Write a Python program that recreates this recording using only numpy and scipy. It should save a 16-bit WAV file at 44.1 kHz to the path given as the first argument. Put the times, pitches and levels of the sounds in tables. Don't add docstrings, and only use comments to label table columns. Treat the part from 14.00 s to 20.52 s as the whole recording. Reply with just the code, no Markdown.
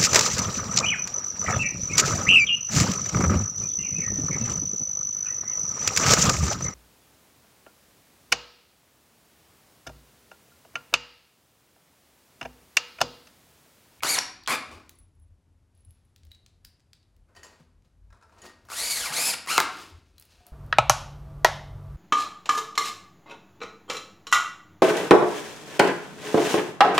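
import sys
import numpy as np
from scipy import signal
from scipy.fft import rfft, irfft
from scipy.io import wavfile
from scipy.ndimage import uniform_filter1d

SR = 44100
rng = np.random.default_rng(int(sys.argv[2]) if len(sys.argv) > 2 else 0)


def inscribe(sig):
    pcm = np.round(np.clip(np.atleast_2d(sig).T, -1, 1) * 32767)
    wavfile.write(sys.argv[1], SR, pcm.astype(np.int16))


def linear_from_db(decibels):
    return 10 ** (np.asarray(decibels, float) / 20)


N = 287532
T = np.arange(N) / SR

# [f/Hz, density/dB]
AIR_COLOUR = [(12, -37), (20, -10.5), (97, 1), (157, -9), (210, -10.5), (421, -19.5), (481, -20.5),
              (1480, -30), (2150, -33), (3480, -36), (11900, -40.5), (15500, -76), (22000, -120)]
AIR_DB = -73
# [f/Hz, width/Hz, resting level/dB]
RUMBLE_BANDS = [(48, 7.6, -74), (81.6, 20., -68)]
# [t/s, lower rumble level/dB, upper rumble level/dB]
FOOTFALLS = [(0.0, -53, -50), (0.49, -59, -80), (0.76, -58, -49.5), (1.03, -54, -54), (1.22, -57, -52),
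             (1.32, -56, -54), (1.58, -65, -57.5), (1.89, -61.5, -47.5), (2.28, -64.5, -50),
             (2.43, -57.5, -79), (2.67, -59, -64.5), (3.21, -54, -66), (3.41, -76.5, -63.5),
             (3.69, -80.5, -64), (3.78, -58.5, -65), (4.05, -48.5, -64.5), (4.12, -54.5, -57),
             (4.39, -71, -69), (4.85, -55, -74), (5.03, -54, -57), (5.63, -59.5, -56), (5.96, -57, -45.5),
             (6.15, -61, -83.5), (6.41, -59.5, -68)]
SWELL_DB = 30

# [f/Hz, T60/s]
ROOM_T60 = [(125, .9), (250, 0.99), (500, 0.48), (1000, 0.56), (2000, 0.53), (4000, 0.5), (8000, 0.34),
            (14000, 0.17)]
# [f/Hz, level/dB]
LEFT_LEAN = [(60, -1.5), (400, -1.5), (1000, -2.5), (2200, -7.5), (4500, -4), (8000, -7.5), (12000, -23.5),
             (20000, -40.5)]
# [f/Hz, level/dB]
TAIL_WIDTH = [(100, -11), (1000, -7), (3000, -4), (6000, 0), (10000, -0.5), (12500, -11), (16000, -30)]
ROOM_DB, LEFT_DB, WIDE_DB = -7.5, -18, -28

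# [t of peak/s, rasp level/dB, swell/s, fade/s, wood minus rasp/dB]
DRAGS = [(0.715, -48, 0.098, 0.26, 2), (1.748, -71, 0.011, 0.43, -9), (1.908, -76.5, .025, 0.61, -8),
         (2.256, -83.5, .22, 0.28, -14), (2.314, -66, 0.028, 0.1, -17), (3.29, -71.5, 0.02, 0.35, 10.5),
         (3.362, -54.5, 0.0086, 0.25, 0.5), (3.446, -52, 0.04, 0.24, 1.5), (3.6, -69, 0.16, 0.12, 0.5),
         (3.848, -67.5, .015, 0.096, -1.5), (4.13, -69.5, 0.034, 0.23, 8.5),
         (4.225, -73.5, 0.036, 0.42, 7.5), (4.33, -77.5, .05, .3, 7), (4.459, -45.5, 0.12, 0.1, 1.5),
         (4.68, -65.5, 0.74, 0.029, 4), (5.812, -41.5, 0.53, 0.22, -9), (6.196, -63.5, 0.47, 0.54, -5),
         (6.31, -54.5, 0.027, 0.15, -15), (6.472, -59.5, 0.21, 0.45, 0.5)]
# [f/Hz, density/dB]
WOOD_COLOUR = [(71, -23.5), (120, -41.5), (285, -9.5), (354, -5), (530, -9), (644, -6.5), (772, -9.5),
               (1250, -6.5), (2200, -12), (2860, -31), (4840, -120)]
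# [f/Hz, level/dB, T60/s]
WOOD_MODES = [(669, 0.5, 0.055), (926, -6, 0.027), (1040, -1, 0.15), (1340, -4.5, 0.035),
              (1610, -0.5, 0.011)]

# [t/s, level/dB, f/Hz, ring/dB, treble/dB]
SCREWS = [(0.952, -63.5, 10000, 1, -30), (1.805, -66, 10100, -5, -31), (0.9875, -48, 10000, -7.5, -2),
          (1.1514, -65, 10300, -12.5, -25), (1.1987, -54.5, 10120, -17, -11),
          (1.2194, -59.5, 9950, -17, -22), (1.7508, -60, 10100, -12, -29), (1.776, -58.5, 10000, -13, -30),
          (1.8494, -48, 10300, -11.5, -13), (1.9077, -42.5, 11000, -14, -14),
          (2.051, -55.5, 10120, -15.5, -23.5)]
# [f/Hz, level/dB, T60/s]
SCREW_MODES = [(10100, 2, 0.11), (10300, 1.5, 0.029)]
# [t/s, level/dB, f/Hz, ring/dB, treble/dB]
PINGS = [
    (0.0054, -38.5, 2260, -5, -40),
    (.435, -44, 4500, -4, -15),
    (.4611, -35, 3290, -12, -35),
    (.716, -66, 8620, 5, -30),
    (2.806, -82, 8050, 3, -32),
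    (6.378, -74, 721, 7, -60),
    (6.405, -69, 721, 10, -58),
    (6.468, -67, 721, 11, -56),
]
# [f/Hz, level/dB, T60/s]
PING_MODES = [(721, 0, .2), (2260, 0, .03), (3290, -0.5, .02), (4500, 0, .02), (8050, -4.5, .08),
              (8620, -1, 0.2)]
# [t/s, level/dB, f/Hz, ring/dB, treble/dB]
PUSHES = [
    (3.6, -60, 160, 9.5, -62.5),
    (5.1, -40.5, 150.5, -2.5, -60),
    (.036, -41.5, 156, -4.5, -59.5),
    (5.581, -36, 190, -3.5, -58),
]
# [f/Hz, level/dB, T60/s]
FRAME_MODES = [(156, 4, 0.094), (245.6, -6, .15), (512, -6, 0.063)]
# [t/s, level/dB, f/Hz, ring/dB, treble/dB]
TAPS = [(4.103, -59, 1500, -4, -20), (4.126, -51.5, 1340, -5, -26), (4.144, -58.5, 985, 0, -28.5),
        (4.171, -59, 1080, -6, -28), (4.211, -56, 1340, -10, -28), (4.224, -50, 1330, -7.5, -28),
        (4.232, -55, 910, -3, -28), (4.249, -62, 918, -4, -26), (4.294, -58, 1380, -5, -27.5),
        (4.323, -57, 1030, -5, -28), (4.332, -62, 939, -4.5, -26), (4.364, -61, 921, -7, -30),
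        (4.381, -53, 923, -5.5, -24)]
# [f/Hz, level/dB, T60/s]
TAP_MODES = [(641, -8, .05), (921, -5, 0.085), (1080, -4, 0.064), (1340, -1, 0.086), (1620, -5, 0.084),
             (1830, -5, 0.041), (2500, -4, .04), (3860, -5.5, .04), (5160, -3.5, 0.054), (5750, -4, .06),
             (6890, -3, .07), (9870, -5, .07)]
# [t/s, level/dB, f/Hz, ring/dB, treble/dB]
BUMPS = [(3.3495, -53, 1870, -14, -20), (3.3645, -52.5, 1870, -2.5, -18.5),
         (3.4315, -49.5, 4800, -3.5, -10), (3.444, -49.5, 5030, -6.5, -15), (4.3855, -61, 5800, -10, -20),
         (4.4176, -49, 6900, -6.5, -16), (4.4543, -42.5, 1610, -16.5, -16), (4.463, -45, 4800, -15.5, -17),
         (4.4944, -43, 1455, -24, -22), (4.6502, -52, 1240, -19, -14), (4.6673, -59.5, 2220, -19, -10)]
# [f/Hz, level/dB, T60/s]
SHEET_MODES = [(1870, 2.5, .2), (2720, -8, .1), (3020, -3.5, 0.13), (4500, -4, 0.19), (4853, -4, 0.096),
               (5200, -9, .06), (5770, -5.5, 0.17), (6640, 0, 0.15), (6970, -4.5, 0.09), (7570, -4.5, 0.14),
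               (8400, -8.5, 0.08), (9280, -8, .08), (10050, -10.5, 0.048), (10200, -8.5, 0.09)]
# [t/s, level/dB, f/Hz, ring/dB, treble/dB]
TICKS = [(0.7143, -41, 1249, -28, -24), (0.8932, -35, 6100, -28, -6.5), (2.161, -44.5, 4130, -28, -12.5),
         (2.179, -61, 4000, -21, -24), (2.268, -56.5, 4900, -18.5, -25), (2.309, -59, 5000, -18, -25),
         (2.796, -60, 2000, -21.5, -30.5), (2.2332, -50, 4000, -19, -23), (2.2508, -52.5, 4000, -23.5, -8),
         (2.3161, -44.5, 3800, -13, -9.5), (2.3478, -50, 3930, -19.5, -22), (2.3515, -54, 3870, -17.5, -18),
         (2.4622, -45, 4000, -23, -13), (2.6462, -46.5, 2600, -21, -14.5), (2.6487, -36, 4500, -22, -9.5),
         (2.657, -48.5, 1000, -26, -45), (2.8035, -55.5, 1267, -22.5, -21.5),
         (2.9318, -40, 3840, -25.5, -19), (3.0287, -59.5, 3770, -21.5, -29.5),
         (3.1648, -57.5, 1440, -25, -10.5), (3.8224, -64.5, 1600, -23, -20.5),
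         (6.1814, -43, 4380, -21.5, -7), (6.1973, -49.5, 10820, -27.5, 5), (6.2114, -48, 4410, -23, -6),
         (6.2238, -43, 4500, -23, -8), (6.3114, -63.5, 4060, -23.5, -26), (6.252, -57, 10300, -26, 2),
         (6.4664, -47, 4500, -27.5, 1.5)]
# [f/Hz, level/dB, T60/s]
BIT_MODES = [(2080, 10, 0.015), (2970, 1, .01), (3850, 9.5, 0.027), (4050, 4, 0.0094), (4500, -1, 0.013),
             (4660, 5, 0.02), (5100, 0, 0.013), (5630, -3, .012), (6500, -8.5, .012), (7300, -3, .01)]
# [t/s, level/dB, f/Hz, ring/dB, treble/dB]
SEATING = [
    (5.5792, -1.5, 1098, -17.5, -16.5),
    (5.6018, -7.5, 1290, -18.5, -13.5),
]
# [f/Hz, level/dB, T60/s]
SEAT_MODES = [(281, -14, 0.079), (430, -9.5, 0.056), (649, -8.5, 0.045), (740, -5.5, 0.055),
              (910, -5, 0.06), (1050, 0, 0.069), (1208, -2.5, 0.074), (1372, -5.5, 0.064),
              (1532, -7.5, 0.053), (1780, -5, 0.058), (2135, -4.5, 0.071), (2650, -7.5, 0.059),
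              (3840, -9, 0.049), (4800, -10.5, .04)]
# [t/s, level/dB, f/Hz, ring/dB, treble/dB]
BRAKES = [
    (0.187, -15.5, 2500, -8, -19.5),
]
# [f/Hz, level/dB, T60/s]
CASE_MODES = [(2460, -3, 0.013), (4205, -2.5, 0.027), (4830, -3.5, .022), (5500, 2, .022), (6850, -3, .022)]
# [t/s, level/dB, f/Hz, ring/dB, treble/dB]
SNAPS = [
    (0.0345, -6.5, 2934, -22, -9.5),
    (0.4756, -9.5, 3200, -18.5, -17),
]
# [t/s, level/dB, f/Hz, ring/dB, treble/dB]
KNOCKS = [
    (0.0245, -36, 6910, -25, -9),
    (0.047, -27, 1300, -1, -30.5),
    (4.6873, -42, 1500, -8, -21),
    (4.7187, -32, 2270, -6, -17),
    (4.7013, -33.5, 4160, -9, -9.5),
    (5.462, -33.5, 2350, -14, -12),
    (5.473, -27.5, 1060, -13, -27.5),
]
# [f/Hz, level/dB, T60/s]
STUD_MODES = [(402, -7.5, 0.13), (637, -7, 0.15), (758, -7.5, 0.23), (826, -21, 1.2), (895, -8, 0.29),
              (920, -13, 0.83), (1136, 0.5, 0.075), (1070, -3, 0.093), (1206, -12, 0.26), (1300, -3, 0.23),
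              (1440, -4.5, 0.45), (1510, -20, 5.0), (1631, -23.5, 2.0), (1760, -12.5, 0.35)]

# [t/s, tooth rate f/Hz, effort level/dB]
PULLS = [
    [(0.024, 1120, -45.5), (0.034, 1256, -33), (0.052, 1464, -28.5), (0.088, 2224, -26.5),
     (0.103, 2267, -24.5), (0.134, 2320, -28), (0.15, 2162, -25.5), (0.174, 1136, -33), (0.19, 854, -35)],
    [(0.477, 1050, -34), (0.5, 1085, -30.5), (0.53, 1228, -32), (0.56, 1208, -35.5)],
    [(4.685, 713.5, -55), (4.725, 1264, -36), (4.791, 2047, -27.5), (4.87, 2320, -27.5),
     (4.931, 2246, -25.5), (4.981, 1957, -27.5), (5.019, 1620, -30.5), (5.065, 1140, -31.5),
     (5.115, 730, -35.5)],
    [(5.115, 814, -39), (5.129, 1260, -31), (5.155, 1980, -28), (5.185, 2270, -26.5), (5.225, 2472, -25.5),
     (5.27, 2623, -24), (5.31, 2383, -26), (5.325, 2000, -32.5), (5.345, 1100, -30)],
    [(5.472, 950, -39), (5.488, 1020, -31.5), (5.508, 1340, -28.5), (5.53, 1430, -29), (5.555, 1390, -32),
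     (5.58, 1290, -28)],
]
# [whine level/dB, wood load at full speed/dB, load per octave of speed/dB]
BITES = [(-2.5, -9, -11.5), (-1.5, -8, -10), (-7, -15.5, -3.5), (-3.5, -12, -5.5), (-1.5, -9, -0.5)]
# [multiple, level/dB, flutter rate per s]
TEETH = [(1, -14, 340), (2, -6.5, 600), (3, -8.5, 560), (4, -7.5, 800), (5, -9.5, 1000)]
# [f/Hz, width/Hz, lift/dB]
GEARBOX = [(1200, 320, 8), (2318, 450, 5), (4560, 660, 5.5), (7020, 730, 7.5), (10730, 980, 7)]
# [f/Hz, density/dB]
HOUSING_COLOUR = [(700, -42), (1200, -17), (2500, -8), (4500, -3), (7000, -4), (9000, -2.5), (11500, -7.5),
                  (16000, -18)]
# [f/Hz, density/dB]
STUD_COLOUR = [(76, -49), (130, -31.5), (166, -25.5), (251, -9), (376, -16.5), (491, -6), (529, -9.5),
               (651, -5), (872, -5), (1880, -8.5), (2400, -10.5), (3120, -16.5), (5280, -120)]
FULL_HZ, PINION_TEETH = 2400, 11
WHINE_DB_PER_OCTAVE = -7
SPIN_UP_DB = -0.1213


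def unit(x):
    return x / np.sqrt(np.mean(x ** 2) + 1e-30)


def noise():
    return rng.standard_normal(N)


def tilt(x, points):
    hz, db = np.transpose(points)
    f = np.fft.rfftfreq(len(x), 1 / SR) + 1
    gain = linear_from_db(np.interp(np.log(f), np.log(hz), db))
    return irfft(rfft(x) * gain, len(x))


def colour(x, points):
    return unit(tilt(x, points))


def walk(rate):
    k = max(int(SR / rate), 1)
    steps = np.repeat(rng.standard_normal(N // k + 1), k)
    return unit(uniform_filter1d(uniform_filter1d(steps, k), k)[:N])


def swells(peak_s, db, swell_s, fade_s):
    coarse = T[::32]
    s = coarse - np.array(peak_s)[:, None]
    span_s = np.where(s < 0, np.reshape(swell_s, (-1, 1)), np.reshape(fade_s, (-1, 1)))
    level_db = np.array(db)[:, None] - SWELL_DB * np.abs(s) / span_s
    return np.interp(T, coarse, linear_from_db(level_db).sum(axis=0))


def band(x, hz, width):
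    return signal.lfilter(*signal.iirpeak(hz, hz / width, fs=SR), x)


def ring(x, modes, longest_s):
    out = 0
    for hz, db, t60 in modes:
        pole = np.exp(2j * np.pi * hz / SR - np.log(1000) / (min(t60, longest_s) * SR))
        out = out + linear_from_db(db) * signal.lfilter([1], [1, -pole], x).imag
    return out


def crack_sound(draw, t, hz, treble_db, broad_db, crack_s, low_hz):
    burst = draw * np.minimum(t / (.5 * crack_s), 1) * np.exp(-t / crack_s)
    burst = irfft(np.exp(1j * np.angle(rfft(burst)))) * np.exp(-t / (3 * crack_s))
    broad = signal.sosfilt(signal.butter(2, [low_hz, 8000], "band", fs=SR, output="sos"), burst)
    treble = signal.sosfilt(signal.butter(3, 8500, "high", fs=SR, output="sos"), burst)
    crack = linear_from_db(broad_db) * broad + 2 * band(band(burst, hz, 0.88 * hz), hz, 0.22 * hz)
    return crack / np.abs(crack).max() + linear_from_db(treble_db + 11.0) * treble / np.abs(treble).max()


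def hits(events, modes, broad_db, crack_s, low_hz, scatter_db, lean_db=2.5, longest_s=1., spread=.003,
         rough_db=0.):
    mode_hz, mode_db, t60 = np.transpose(modes)[:, :, None]
    t60 = np.minimum(t60, longest_s)
    out = np.zeros(N + SR)
    t = T[:1024 + int(SR * min(t60.max(), .5))]
    flutter = linear_from_db(rough_db * walk(400))
    apart = np.arange(len(t)) + 4001 * np.arange(len(modes))[:, None]
    chance = rng.standard_normal((len(events), 1024 + 3 * len(modes)))
    for (s, db, hz, ring_db, treble_db), draw in zip(events, chance):
        i = int(s * SR)
        out[i:i + 1024] += linear_from_db(db) * crack_sound(draw[:1024], t[:1024], hz, treble_db, broad_db, crack_s, low_hz)
        share, detune, start = draw[1024:].reshape(3, -1, 1)
        near_db = -lean_db * np.abs(np.log2(mode_hz / hz))
        decay = linear_from_db(mode_db + near_db + scatter_db * share - 60 * t / t60)
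        tone = np.sin(2 * np.pi * mode_hz * (1 + spread * detune) * t + 2 * start)
        rings = decay * tone * flutter[(i + apart) % N]
        out[i:i + len(t)] += linear_from_db(db + ring_db) * rings.sum(axis=0) * np.minimum(t / 0.00027, 1)
    return out[:N]


def building():
    s, *steps_db = np.transpose(FOOTFALLS)
    edge = [(12100, AIR_COLOUR[-3][1]), (12300, -80)]
    out = colour(noise(), AIR_COLOUR[:-2] + edge) * linear_from_db(AIR_DB + 6.5 + 1.0 * walk(2.8))
    for db, (hz, width, rest_db) in zip(steps_db, RUMBLE_BANDS):
        rumble = unit(band(band(noise(), hz, width), hz, width))
        rumble = rumble / np.sqrt(uniform_filter1d(rumble ** 2, 3000) + 0.25)
        out = out + rumble * (linear_from_db(rest_db) + swells(s, db, swell_s=0.12, fade_s=0.092))
    return out


def room(x):
    t, tail = T[:SR], 0
    for hz, t60 in ROOM_T60:
        edges_hz = [hz / np.sqrt(2), min(hz * np.sqrt(2), .45 * SR)]
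        edges = signal.butter(3, edges_hz, "band", fs=SR, output="sos")
        tail = tail + signal.sosfilt(edges, rng.standard_normal((2, SR))) * linear_from_db(-60 * t / t60)
    tail = tail * np.clip((t - .002) / 0.0035, 0, 1)
    tail = tail / np.sqrt(np.sum(tail[0] ** 2))
    mid, apart = signal.fftconvolve(x[None], tail, axes=1)[:, :N]
    return mid, apart


def drags():
    s, rasp_db, swell_s, fade_s, wood_db = np.transpose(DRAGS)
    grains = noise() * linear_from_db(2.1 * walk(900) + 1.5 * walk(35))
    rasp = colour(grains, [(1200, -23.5), (2500, 4.5), (5000, 2), (9000, -5.5), (15000, -13.0)])
    wood = linear_from_db(-8.0) * colour(grains, WOOD_COLOUR)
    wood = wood + linear_from_db(-10.5) * unit(ring(grains, WOOD_MODES, 0.011))
    wood = wood + linear_from_db(-21) * unit(band(grains, 190.0, 54.0))
    push = swells(s, rasp_db, swell_s, fade_s)
    held_s = .05
    sheet = ring(push * linear_from_db(-18.5) * grains, SHEET_MODES, held_s) / np.std(ring(grains, SHEET_MODES, held_s))
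    return linear_from_db(-7.5) * push * rasp + swells(s, rasp_db + wood_db, swell_s, fade_s) * wood + sheet


def loose_parts():
    screws = hits(SCREWS, SCREW_MODES, broad_db=-6.0, crack_s=0.00013, low_hz=2420, scatter_db=-3.0)
    pings = hits(PINGS, PING_MODES, broad_db=-23.5, crack_s=.002, low_hz=600, scatter_db=0.5,
                 lean_db=150.5, rough_db=0.5)
    return linear_from_db(2.0 * walk(150)) * screws + pings


def bit_contacts():
    pushes = hits(PUSHES, FRAME_MODES, broad_db=-11.0, crack_s=0.004, low_hz=120, scatter_db=-1.0)
    taps = hits(TAPS, TAP_MODES, broad_db=-13.5, crack_s=0.0048, low_hz=902, scatter_db=2.0,
                lean_db=7.0, spread=.01, rough_db=4.5)
    bumps = hits(BUMPS, SHEET_MODES + WOOD_MODES, broad_db=-5.0, crack_s=0.0058, low_hz=900, scatter_db=2.5,
                 lean_db=3.5, longest_s=0.2, spread=0.0038, rough_db=5.0)
    ticks = hits(TICKS, BIT_MODES, broad_db=9, crack_s=.0017, low_hz=1600, scatter_db=1.5,
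                 lean_db=14, longest_s=.02, spread=.025, rough_db=6.5)
    return pushes + taps + bumps + ticks


def drill_knocks():
    seating = hits(SEATING, SEAT_MODES, broad_db=9.5, crack_s=0.00081, low_hz=900, scatter_db=0.5,
                   lean_db=3.5, spread=0.014, rough_db=6.5)
    brakes = hits(BRAKES, CASE_MODES, broad_db=-0.5, crack_s=0.00098, low_hz=1493, scatter_db=1.9,
                  lean_db=-1.35, spread=0.018, rough_db=5.5)
    snaps = hits(SNAPS, STUD_MODES, broad_db=10, crack_s=.00016, low_hz=700, scatter_db=0.5,
                 longest_s=0.026, rough_db=5.5)
    knocks = hits(KNOCKS, STUD_MODES, broad_db=-3.5, crack_s=0.00071, low_hz=892.5, scatter_db=-3.0,
                  lean_db=0.5, longest_s=0.043, rough_db=3.5)
    return seating + brakes + snaps + knocks


def trigger(pulls, edge_s=.006):
    s, *columns = np.transpose(np.concatenate(pulls))
    gate = sum(np.clip(np.minimum(T - p[0][0], p[-1][0] - T) / edge_s + .5, 0, 1) for p in pulls)
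    return gate, [np.interp(T, s, c) for c in columns]


def gearbox_db(hz):
    return sum(db / (1 + ((hz - centre_hz) / width) ** 2) for centre_hz, width, db in GEARBOX) - 4


def gear_whine(hz, octaves):
    phase = 2 * np.pi * np.cumsum(hz * (1 + .015 * walk(200))) / SR
    soft_db = 2.8 * octaves
    strands = 2 ** octaves * (1 + 1.1 * np.cos(phase / PINION_TEETH))
    whine = 0
    for k, db, rate in TEETH:
        level = linear_from_db(db + (k - 1) * soft_db + gearbox_db(k * hz))
        steady = (1.5 / k * strands + walk(rate)) * np.sin(k * phase)
        whine = whine + level * (steady + walk(rate) * np.cos(k * phase))
    return whine


def motor_hiss():
    rattle = noise() * linear_from_db(1.1 * walk(500))
    case = sum(linear_from_db(db) * band(rattle, centre_hz, width) for centre_hz, width, db in GEARBOX[1:])
    return colour(rattle, HOUSING_COLOUR) * linear_from_db(-6.0) + unit(case) * linear_from_db(-14.5)


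def drill():
    bitten = [[row + bite for row in pull] for pull, bite in zip(PULLS, BITES)]
    gate, (hz, effort_db, whine_db, load_db, slope_db) = trigger(bitten)
    hz = uniform_filter1d(hz, size=800)
    octaves = np.log2(hz / FULL_HZ)
    stud = colour(noise(), STUD_COLOUR) * linear_from_db(2.0 * walk(90) - 1.5)
    boom = linear_from_db(-20.5) * unit(band(noise(), 155., 41.0))
    speeding_up = np.clip(uniform_filter1d(np.gradient(octaves) * SR, size=600), 0, 25)
    groan = linear_from_db(whine_db + WHINE_DB_PER_OCTAVE * octaves + SPIN_UP_DB * speeding_up)
    load = linear_from_db(load_db + slope_db * octaves)
    voice = motor_hiss() + groan * gear_whine(hz, octaves) + load * (stud + boom)
    return gate * linear_from_db(effort_db + 1.2 * walk(60)) * voice


def scene():
    work = drags() + loose_parts() + bit_contacts() + drill_knocks() + drill()
    work = signal.sosfilt(signal.butter(6, 120, "high", fs=SR, output="sos"), work)
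    tail, apart = room(work)
    mid = work + linear_from_db(ROOM_DB) * tail + building()
    side = linear_from_db(LEFT_DB) * tilt(mid, LEFT_LEAN) + linear_from_db(WIDE_DB) * tilt(apart, TAIL_WIDTH)
    side = side + colour(noise(), AIR_COLOUR) * linear_from_db(AIR_DB - 30.5)
    return np.array([mid + side, mid - side])


def top_cut(x):
    return signal.sosfilt(signal.butter(12, 16970, fs=SR, output="sos"), x)


def record(dry):
    low_pass = signal.ellip(8, .2, 60, 15900, fs=SR, output="sos")
    mix = signal.sosfilt(low_pass, np.clip(dry, -.93, .93))
    return top_cut(mix)


dry = scene()
out = record(dry)
inscribe(out)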